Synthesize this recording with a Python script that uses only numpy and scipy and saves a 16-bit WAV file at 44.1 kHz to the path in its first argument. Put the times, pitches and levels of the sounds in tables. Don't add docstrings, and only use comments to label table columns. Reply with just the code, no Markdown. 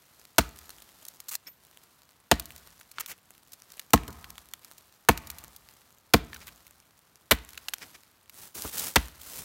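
import sys
import numpy as np
from scipy import signal
from scipy.io import wavfile
from scipy.ndimage import uniform_filter1d

SR = 44100
rng = np.random.default_rng(int(sys.argv[2]) if len(sys.argv) > 2 else 0)


def output_pcm(signal):
    pcm = np.clip(np.atleast_2d(signal).T, -1, 1) * 32767
    wavfile.write(sys.argv[1], SR, np.round(pcm).astype(np.int16))


N = 416304

# (time [s], bite length [s], crack level [dB], crack pitch [factor], splinter fizz level [dB],
# fizz tilt [dB per octave], trunk knock level [dB], favoured mode frequency at the struck spot [Hz],
# root thud level [dB], far forest echo gain [dB], bark spray level [dB])
BLOWS = [(0.3823, 0.0063, -13, 0.85, -12, -4, -17.5, 740, -20, -2.5, -53),
         (2.3135, 0.0053, -13.5, 0.92, -13.5, -6.5, -15, 660, -20.5, -1, -57.5),
         (3.9339, 0.0034, -11.5, 0.72, -10, -0.5, -8.5, 1080, -15.5, 2.5, -59.5),
         (5.0868, 0.0052, -10.5, 0.78, -14, -2, -12.5, 902, -18.5, 3, -56),
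         (6.1365, .0045, -12, 1.3, -14.5, -0.5, -9, 522, -17.5, -1.5, -61),
         (7.3098, 0.011, -13.5, 1.16, -14, 1, -18.5, 465, -21.5, -3.5, -60.5),
         (8.9581, 0.0075, -13, 1.03, -15, -4.5, -18.5, 550, -17.5, -3.5, -45)]
# (frequency [Hz], relative level [dB])
SPLINTER_COLOUR = [(1000, -23), (3000, -10.5), (4200, -1), (5000, -4), (6500, -0.5), (8000, -3),
                   (10300, -4), (12000, -0.5), (16000, -2.5)]
# (frequency [Hz], relative level [dB])
WOOD_COLOUR = [(100, -32), (400, -15), (1200, 2.5), (2000, 2), (3000, 3), (4200, 1), (7000, -12),
               (16000, -24)]


def gain_of(db):
    return 10 ** (np.asarray(db) / 20)


def evened(x):
    return x / np.sqrt(np.mean(x ** 2) + 1e-20)


def read(points, hz):
    f, value = np.transpose(points)
    return np.interp(np.log(hz + 1), np.log(f), value)


def add(mix, s, sound):
    part = mix[max(round(s * SR), 0):][:len(sound)]
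    part += sound[:len(part)]


def placed(events, source):
    layer = np.zeros(N)
    for s, *settings in events:
        add(layer, s, source(*settings))
    return layer


def coloured(x, spectrum, size=2048):
    hz = abs(np.fft.fftfreq(size, 1 / SR))
    log_gain = np.log(gain_of(read(spectrum, hz)))
    response = np.exp(np.conj(signal.hilbert(log_gain)))
    taps = np.fft.ifft(response).real[:size // 2]
    return signal.oaconvolve(x, taps / np.linalg.norm(taps))[:len(x)]


def crackle(count, per_s, spread_db):
    size = gain_of(spread_db * np.minimum(rng.exponential(1, count), 4))
    sign = rng.choice([-1, 1], count)
    happens = rng.random(count) < per_s / SR
    return evened(size * sign * happens)


def ring(modes, t, lag):
    out = np.zeros(len(t))
    for hz, db, t60 in modes:
        rise = lag / np.sqrt(hz)
        age = np.maximum(t - rise, 0)
        decay = gain_of(db - 60 * age / t60)
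        build_up = 1 - np.exp(-(age / rise) ** 2)
        out += decay * build_up * np.sin(2 * np.pi * hz * age)
    return out


def tearing(t, bite, rise, release, per_s=9000, spread_db=3):
    force = (1 - np.exp(-t / rise)) * np.exp(-np.maximum(t - bite, 0) / release)
    breaks = force * crackle(len(t), per_s, spread_db)
    return breaks * np.linalg.norm(force) / (np.linalg.norm(breaks) + 1e-12)


def forest_air():
    # (frequency [Hz], relative level [dB])
    air_colour = [(25, -11), (70, 5.5), (200, 1.5), (505, -5), (1200, -2), (2800, -11), (4100, -13.5),
                  (5200, -21), (8300, -17.5), (10300, -25.5), (12000, -23), (15500, -20)]
    air_db = -67.5
    return gain_of(air_db) * coloured(rng.standard_normal(N), air_colour)


def scatter(x, bands, onset, per_s):
    bands = np.array(bands)
    echoes = crackle(2 * SR, per_s, spread_db=-0.5)
    hz, t, z = signal.stft(echoes, SR, nperseg=256)
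    band_db = read(bands[:, :2], hz)[:, None]
    t60 = read(bands[:, [0, 2]], hz)[:, None]
    stand_db = 4 * np.exp(-((t - .33) / 0.12) ** 2)
    even_energy = np.sqrt(2 * np.log(1000) / t60 / SR)
    shape = gain_of(band_db - 60 * t / t60 + stand_db) * even_energy
    tail = signal.istft(z * shape, SR, nperseg=256)[1]
    tail *= 1 - np.exp(-(np.arange(len(tail)) / SR / onset) ** 2)
    return signal.fftconvolve(x, tail)[:N]


def forest_echoes(close):
    # (frequency [Hz], level [dB], t60 [s])
    near_trunks = [(50, -18, 0.47), (200, -15.5, 0.54), (600, -23, 0.36), (1490, -18, 0.32),
                   (3980, -19.5, 0.35), (14000, -28, 0.19)]
    # (frequency [Hz], level [dB], t60 [s])
    deep_forest = [(58, -14.5, 1.5), (130, -27.5, 1.9), (405, -32.5, 0.86), (1200, -25.5, 1.7),
                   (3000, -26, 0.86), (7000, -32, 1.1), (15000, -36, .7)]
    forest = np.zeros(N)
    for direction in range(3):
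        outward, carried = np.zeros(N), np.zeros(N)
        for s, *blow, echo_db, spray_db in BLOWS:
            sound = chop(*blow)
            add(outward, s, sound)
            add(carried, s, gain_of(echo_db) * sound)
        forest += gain_of(-8.5) * scatter(outward, near_trunks, onset=0.0044, per_s=2100)
        forest += gain_of(-8.5) * scatter(carried, deep_forest, onset=0.01, per_s=450)
    forest += gain_of(-5) * scatter(close, near_trunks, onset=0.0046, per_s=1800)
    return forest


def rustle_level(t):
    # (middle time [s], length [s], level [dB])
    weight_shifts = [(0.15, 0.9, -60.5), (1.04, 0.56, -56.5), (1.801, .5, -62), (3.338, 0.17, -62),
                     (3.544, 0.046, -55), (3.75, 0.33, -57), (4.717, 0.53, -60.5), (5.757, 0.27, -59),
                     (7.875, 0.28, -53.5)]
    stir_db = -64.5
    spray_s = 0.064
    fall_s, shower_db = .28, -55.5
    sharpness = 3
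    power = np.full(len(t), gain_of(stir_db) ** 2)
    for s, *blow, spray_db in BLOWS:
        for peak_s, db in (spray_s, spray_db), (fall_s, shower_db):
            fallen = np.maximum(t - s, 0) / peak_s
            swell = (fallen * np.exp(1 - fallen)) ** sharpness
            power += (gain_of(db) * swell) ** 2
    for s, length, db in weight_shifts:
        swell = np.exp(-(2 * (t - s) / length) ** 2)
        power += (gain_of(db) * swell) ** 2
    return np.sqrt(power)


def litter():
    # (frequency [Hz], relative level [dB])
    needle_colour = [(100, -6), (400, -2.5), (1000, -0.5), (2500, -5.5), (4000, -2.5), (7000, -5),
                     (10300, -6.5), (12500, -3), (16000, -8)]
    t = np.arange(N) / SR
    clumps = gain_of(1.5 * evened(uniform_filter1d(rng.standard_normal(N), 350)))
    needles = coloured(crackle(N, per_s=5000, spread_db=2.5) * clumps, needle_colour)
    age, twigs = t[:SR // 100], np.zeros(N)
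    for hz in np.geomspace(2800, 14000, 12):
        tone = 0.66 * np.sin(2 * np.pi * hz * age)
        tick = np.exp(-age / 0.00054) * (tone + rng.standard_normal(len(age)))
        snapping = crackle(N, per_s=7, spread_db=5)
        twigs += signal.oaconvolve(snapping, tick)[:N]
    return rustle_level(t) * evened(evened(needles) + evened(twigs))


def brush(length, db, swell):
    # (frequency [Hz], relative level [dB])
    cloth_colour = [(100, -2), (400, -1.5), (1000, -2.5), (2200, -4.5), (4000, -3), (7000, -1), (10300, -1),
                    (12500, -1), (16000, 0)]
    release_s, clump_db = 0.036, 1.5
    t = np.arange(SR // 2) / SR
    speed = np.minimum(t / (swell * length), 1) * np.exp(-np.maximum(t - length, 0) / release_s)
    clumps = gain_of(clump_db * evened(uniform_filter1d(rng.standard_normal(len(t)), size=300)))
    rubbing = clumps * crackle(len(t), per_s=12000, spread_db=5.0)
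    return gain_of(db) * speed * coloured(rubbing, cloth_colour)


def strides():
    # (start time [s], length [s], level [dB], share of the length spent swelling [0-1])
    brushes = [(8.308, 0.15, -47, 0.58), (8.541, 0.14, -38, 0.095), (8.712, 0.17, -34.5, 0.22),
               (9.151, 0.25, -38.5, 1)]
    return placed(brushes, brush)


def step(db, length):
    # (frequency [Hz], relative level [dB])
    soil_colour = [(25, -22), (60, 2), (130, 1), (300, 1.5), (700, -14), (1400, -8), (3000, -40),
                   (8000, -60)]
    u = np.arange(SR // 2) / SR / length
    press = (1 - np.exp(-6 * u)) * np.exp(1 - u) / 2
    return gain_of(db) * coloured(rng.standard_normal(len(u)) * press, soil_colour)


def thumps():
    # (time [s], level before the press envelope [dB], decay time [s])
    soil_thumps = [(4.079, -35.5, 0.014), (7.821, -57.5, 0.053), (8.387, -59, 0.041), (8.554, -47, 0.026),
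                   (8.645, -30.5, 0.011), (8.769, -58, 0.13), (9.389, -45, 0.02)]
    return placed(soil_thumps, step)


def snap(tick_db, body_db):
    t = np.arange(SR // 16) / SR
    tick_breaks = tearing(t, 0.00091, rise=.0001, release=0.0026, per_s=3700, spread_db=5.5)
    tick = coloured(tick_breaks, SPLINTER_COLOUR)
    pitch = np.exp(0.081 * rng.standard_normal())
    body = coloured(tearing(t, 0.0012, rise=0.00017, release=0.0022), np.array(WOOD_COLOUR) * [pitch, 1])
    return gain_of(tick_db) * tick + gain_of(body_db) * body


def loud_snaps():
    # (time [s], sharp tick level [dB], woody body level [dB])
    chips_and_twigs = [(0.7032, -38.5, -47), (1.051, -37, -47), (1.082, -32.5, -54), (1.202, -34.5, -46.5),
                       (1.352, -22, -33.5), (2.397, -24.5, -37), (2.456, -35, -55), (2.811, -45.5, -45),
                       (2.914, -40, -51.5), (3.0605, -33, -40), (3.520, -43, -62), (3.533, -36, -52),
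                       (3.72, -40, -68), (3.795, -31, -34), (3.905, -42.5, -52), (4.079, -35.5, -40.5),
                       (4.243, -45, -38), (4.303, -35.5, -49), (4.38, -39, -37.5), (4.536, -30, -37),
                       (4.647, -39, -50), (4.781, -42.5, -60), (5.175, -29.5, -35.5), (5.301, -28.5, -38.5),
                       (5.384, -36, -46.5), (5.563, -38, -65), (6.470, -38.5, -49.5), (6.667, -45, -52.5),
                       (7.576, -36, -34), (7.684, -29.5, -24.5), (7.736, -23, -26), (8.296, -40.5, -48.5),
                       (8.6215, -27, -52), (8.781, -24, -53), (8.794, -22, -46)]
    return placed(chips_and_twigs, snap)


def chips(count=3):
    tick_db, body_db, spread_db = -44, -54.5, 4
    flights = rng.uniform(0.17, 0.28, count)
    sizes_db = spread_db * rng.standard_normal(count)
    out = np.zeros(SR)
    for flight, size_db in zip(flights, sizes_db):
        add(out, flight, snap(tick_db + size_db, body_db + size_db))
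    return out


def wrench(length, crackle_db, body_db):
    t = np.arange(SR // 8) / SR
    pull = np.exp(-np.maximum(t - length, 0) / 0.0041)
    breaks = pull * crackle(len(t), per_s=2200, spread_db=3.5)
    sharp = gain_of(crackle_db) * coloured(breaks, SPLINTER_COLOUR)
    woody = gain_of(body_db) * coloured(breaks, WOOD_COLOUR)
    return sharp + woody


def slip(db, hz):
    t = np.arange(SR // 32) / SR
    creak = (1 - np.exp(-t / 0.00046)) * np.exp(-t / 0.0015) * np.sin(2 * np.pi * hz * t)
    rasp = coloured(tearing(t, 0.0005, rise=.0003, release=.002), WOOD_COLOUR)
    return gain_of(db) * (2.5 * creak + 0.88 * rasp)


def scrape(length, db):
    # (frequency [Hz], relative level [dB])
    rub_colour = [(300, -8), (900, -11), (1500, -6.5), (2200, -2.5), (3000, -8), (4200, -12), (5300, -8),
                  (7500, -14.5), (16000, -22)]
    count = int(length * SR)
    jerks = crackle(count, per_s=1800, spread_db=2.0) * np.hanning(count)
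    return gain_of(db) * evened(coloured(jerks, rub_colour))


def blade(db):
    # (frequency [Hz], relative level [dB], t60 [s])
    steel_modes = [(2280, -3, 0.05), (5330, 13, 0.028), (6562, -9, 0.066), (11700, -1, 0.06),
                   (12800, -11, .07), (14170, -4, 0.2)]
    t = np.arange(SR // 4) / SR
    shimmer = 1 + .3 * evened(uniform_filter1d(rng.standard_normal(len(t)), 90))
    swell = 1 - np.exp(-t / 0.0082)
    return gain_of(db + 8.5) * swell * shimmer * ring(steel_modes, t, lag=0.01)


def freeing_the_blade():
    # (time [s], length [s], sharp crackle level [dB], woody body level [dB])
    wrenches = [(1.284, 0.014, -34, -53.5), (1.311, .036, -35.5, -45.5), (2.998, 0.013, -34, -40),
                (3.076, 0.046, -43, -51.5), (6.468, 0.023, -48, -47.5)]
    # (time [s], level before the mix of creak and rasp [dB], frequency [Hz])
    creaks = [(2.984, -28.5, 1374), (3.114, -40.5, 2000), (3.976, -32, 1790), (6.331, -34.5, 1760),
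              (6.348, -40, 1720), (6.362, -39, 1490)]
    # (time [s], length [s], level [dB])
    scrapes = [(1.453, 0.048, -53.5), (2.934, 0.15, -55), (3.072, 0.076, -49.5), (6.395, 0.052, -54),
               (7.8, 0.054, -46.5), (7.936, 0.033, -52)]
    # (time [s], level before a fixed lift of 8.5 dB [dB])
    blade_rings = [(1.468, -45.5), (7.822, -58)]
    tearing_free = placed(wrenches, wrench) + placed(creaks, slip)
    return tearing_free + placed(scrapes, scrape) + placed(blade_rings, blade)


def chop(bite, crack_db, crack_pitch, fizz_db, tilt_db, knock_db, spot_hz, thud_db):
    # (frequency [Hz], relative level [dB])
    crack_colour = [(150, -36), (450, -6.5), (1000, -2.5), (1700, -1), (2400, -5), (3300, -6), (5000, -18),
                    (8000, -28), (16000, -30)]
    # (frequency [Hz], level [dB], t60 [s])
    trunk_modes = [(132, -2, 0.052), (163.7, -1.5, 0.066), (231.6, 3.5, 0.059), (286, -1.5, 0.068),
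                   (461, -1.5, 0.037), (686, 1.5, 0.033), (894, 0, 0.028), (1075, -4, 0.039),
                   (1256, 0, 0.021)]
    # (frequency [Hz], relative level [dB], t60 [s])
    root_modes = [(57.4, -7.5, 0.3), (68, -3.5, 0.18), (105, -9, 0.081)]
    t = np.arange(SR // 4) / SR

    splinters = tearing(t, bite * .5, rise=0.00018, release=0.004, per_s=3700, spread_db=3.0)
    crumbs = gain_of(-19.0) * tearing(t, bite, rise=0.0037, release=0.016, per_s=820, spread_db=3)
    fizz_colour = [(hz, db + tilt_db * np.log2(hz)) for hz, db in SPLINTER_COLOUR]
    fizz = coloured(splinters + crumbs, fizz_colour)

    fractures = tearing(t, bite, rise=.0005, release=0.0042, per_s=9000, spread_db=3.0)
    crack = coloured(fractures, np.array(crack_colour) * [crack_pitch, 1])

    struck = []
    for hz, db, t60 in trunk_modes:
        boost_db = 6 * np.exp(-(np.log(hz / spot_hz) / 0.25) ** 2)
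        struck.append((hz, db + boost_db, t60))
    loaded = np.maximum(t - bite / 2, 0)
    knock = ring(struck, loaded, lag=.028)
    thud = ring(root_modes, np.maximum(t - bite, 0), lag=0.027)

    wood = gain_of(fizz_db) * fizz + gain_of(crack_db) * crack
    return wood + gain_of(knock_db) * knock + gain_of(thud_db) * thud


def blows():
    split_delay_s = .025
    split_tick_db, split_body_db = -31, -21
    layer = np.zeros(N)
    for s, bite, crack_db, *blow, echo_db, spray_db in BLOWS:
        add(layer, s, chop(bite, crack_db, *blow))
        add(layer, s + split_delay_s, snap(crack_db + split_tick_db, crack_db + split_body_db))
        add(layer, s, chips())
    return layer


def scene():
    close = thumps() + loud_snaps() + freeing_the_blade() + blows()
    return (forest_air() + forest_echoes(close) + litter() + strides() + close)[None]


def record(dry):
    low_cut_hz, edge_hz = 42, 15950
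    low_cut = signal.butter(3, low_cut_hz, "highpass", fs=SR, output="sos")
    dry = signal.sosfilt(low_cut, dry)
    held = dry / (1 + dry ** 8) ** (1 / 8)
    band_limit = signal.firwin(255, edge_hz, window=("kaiser", 8), fs=SR)
    return signal.oaconvolve(held, band_limit[None], "same")


dry = scene()
out = record(dry)
output_pcm(out)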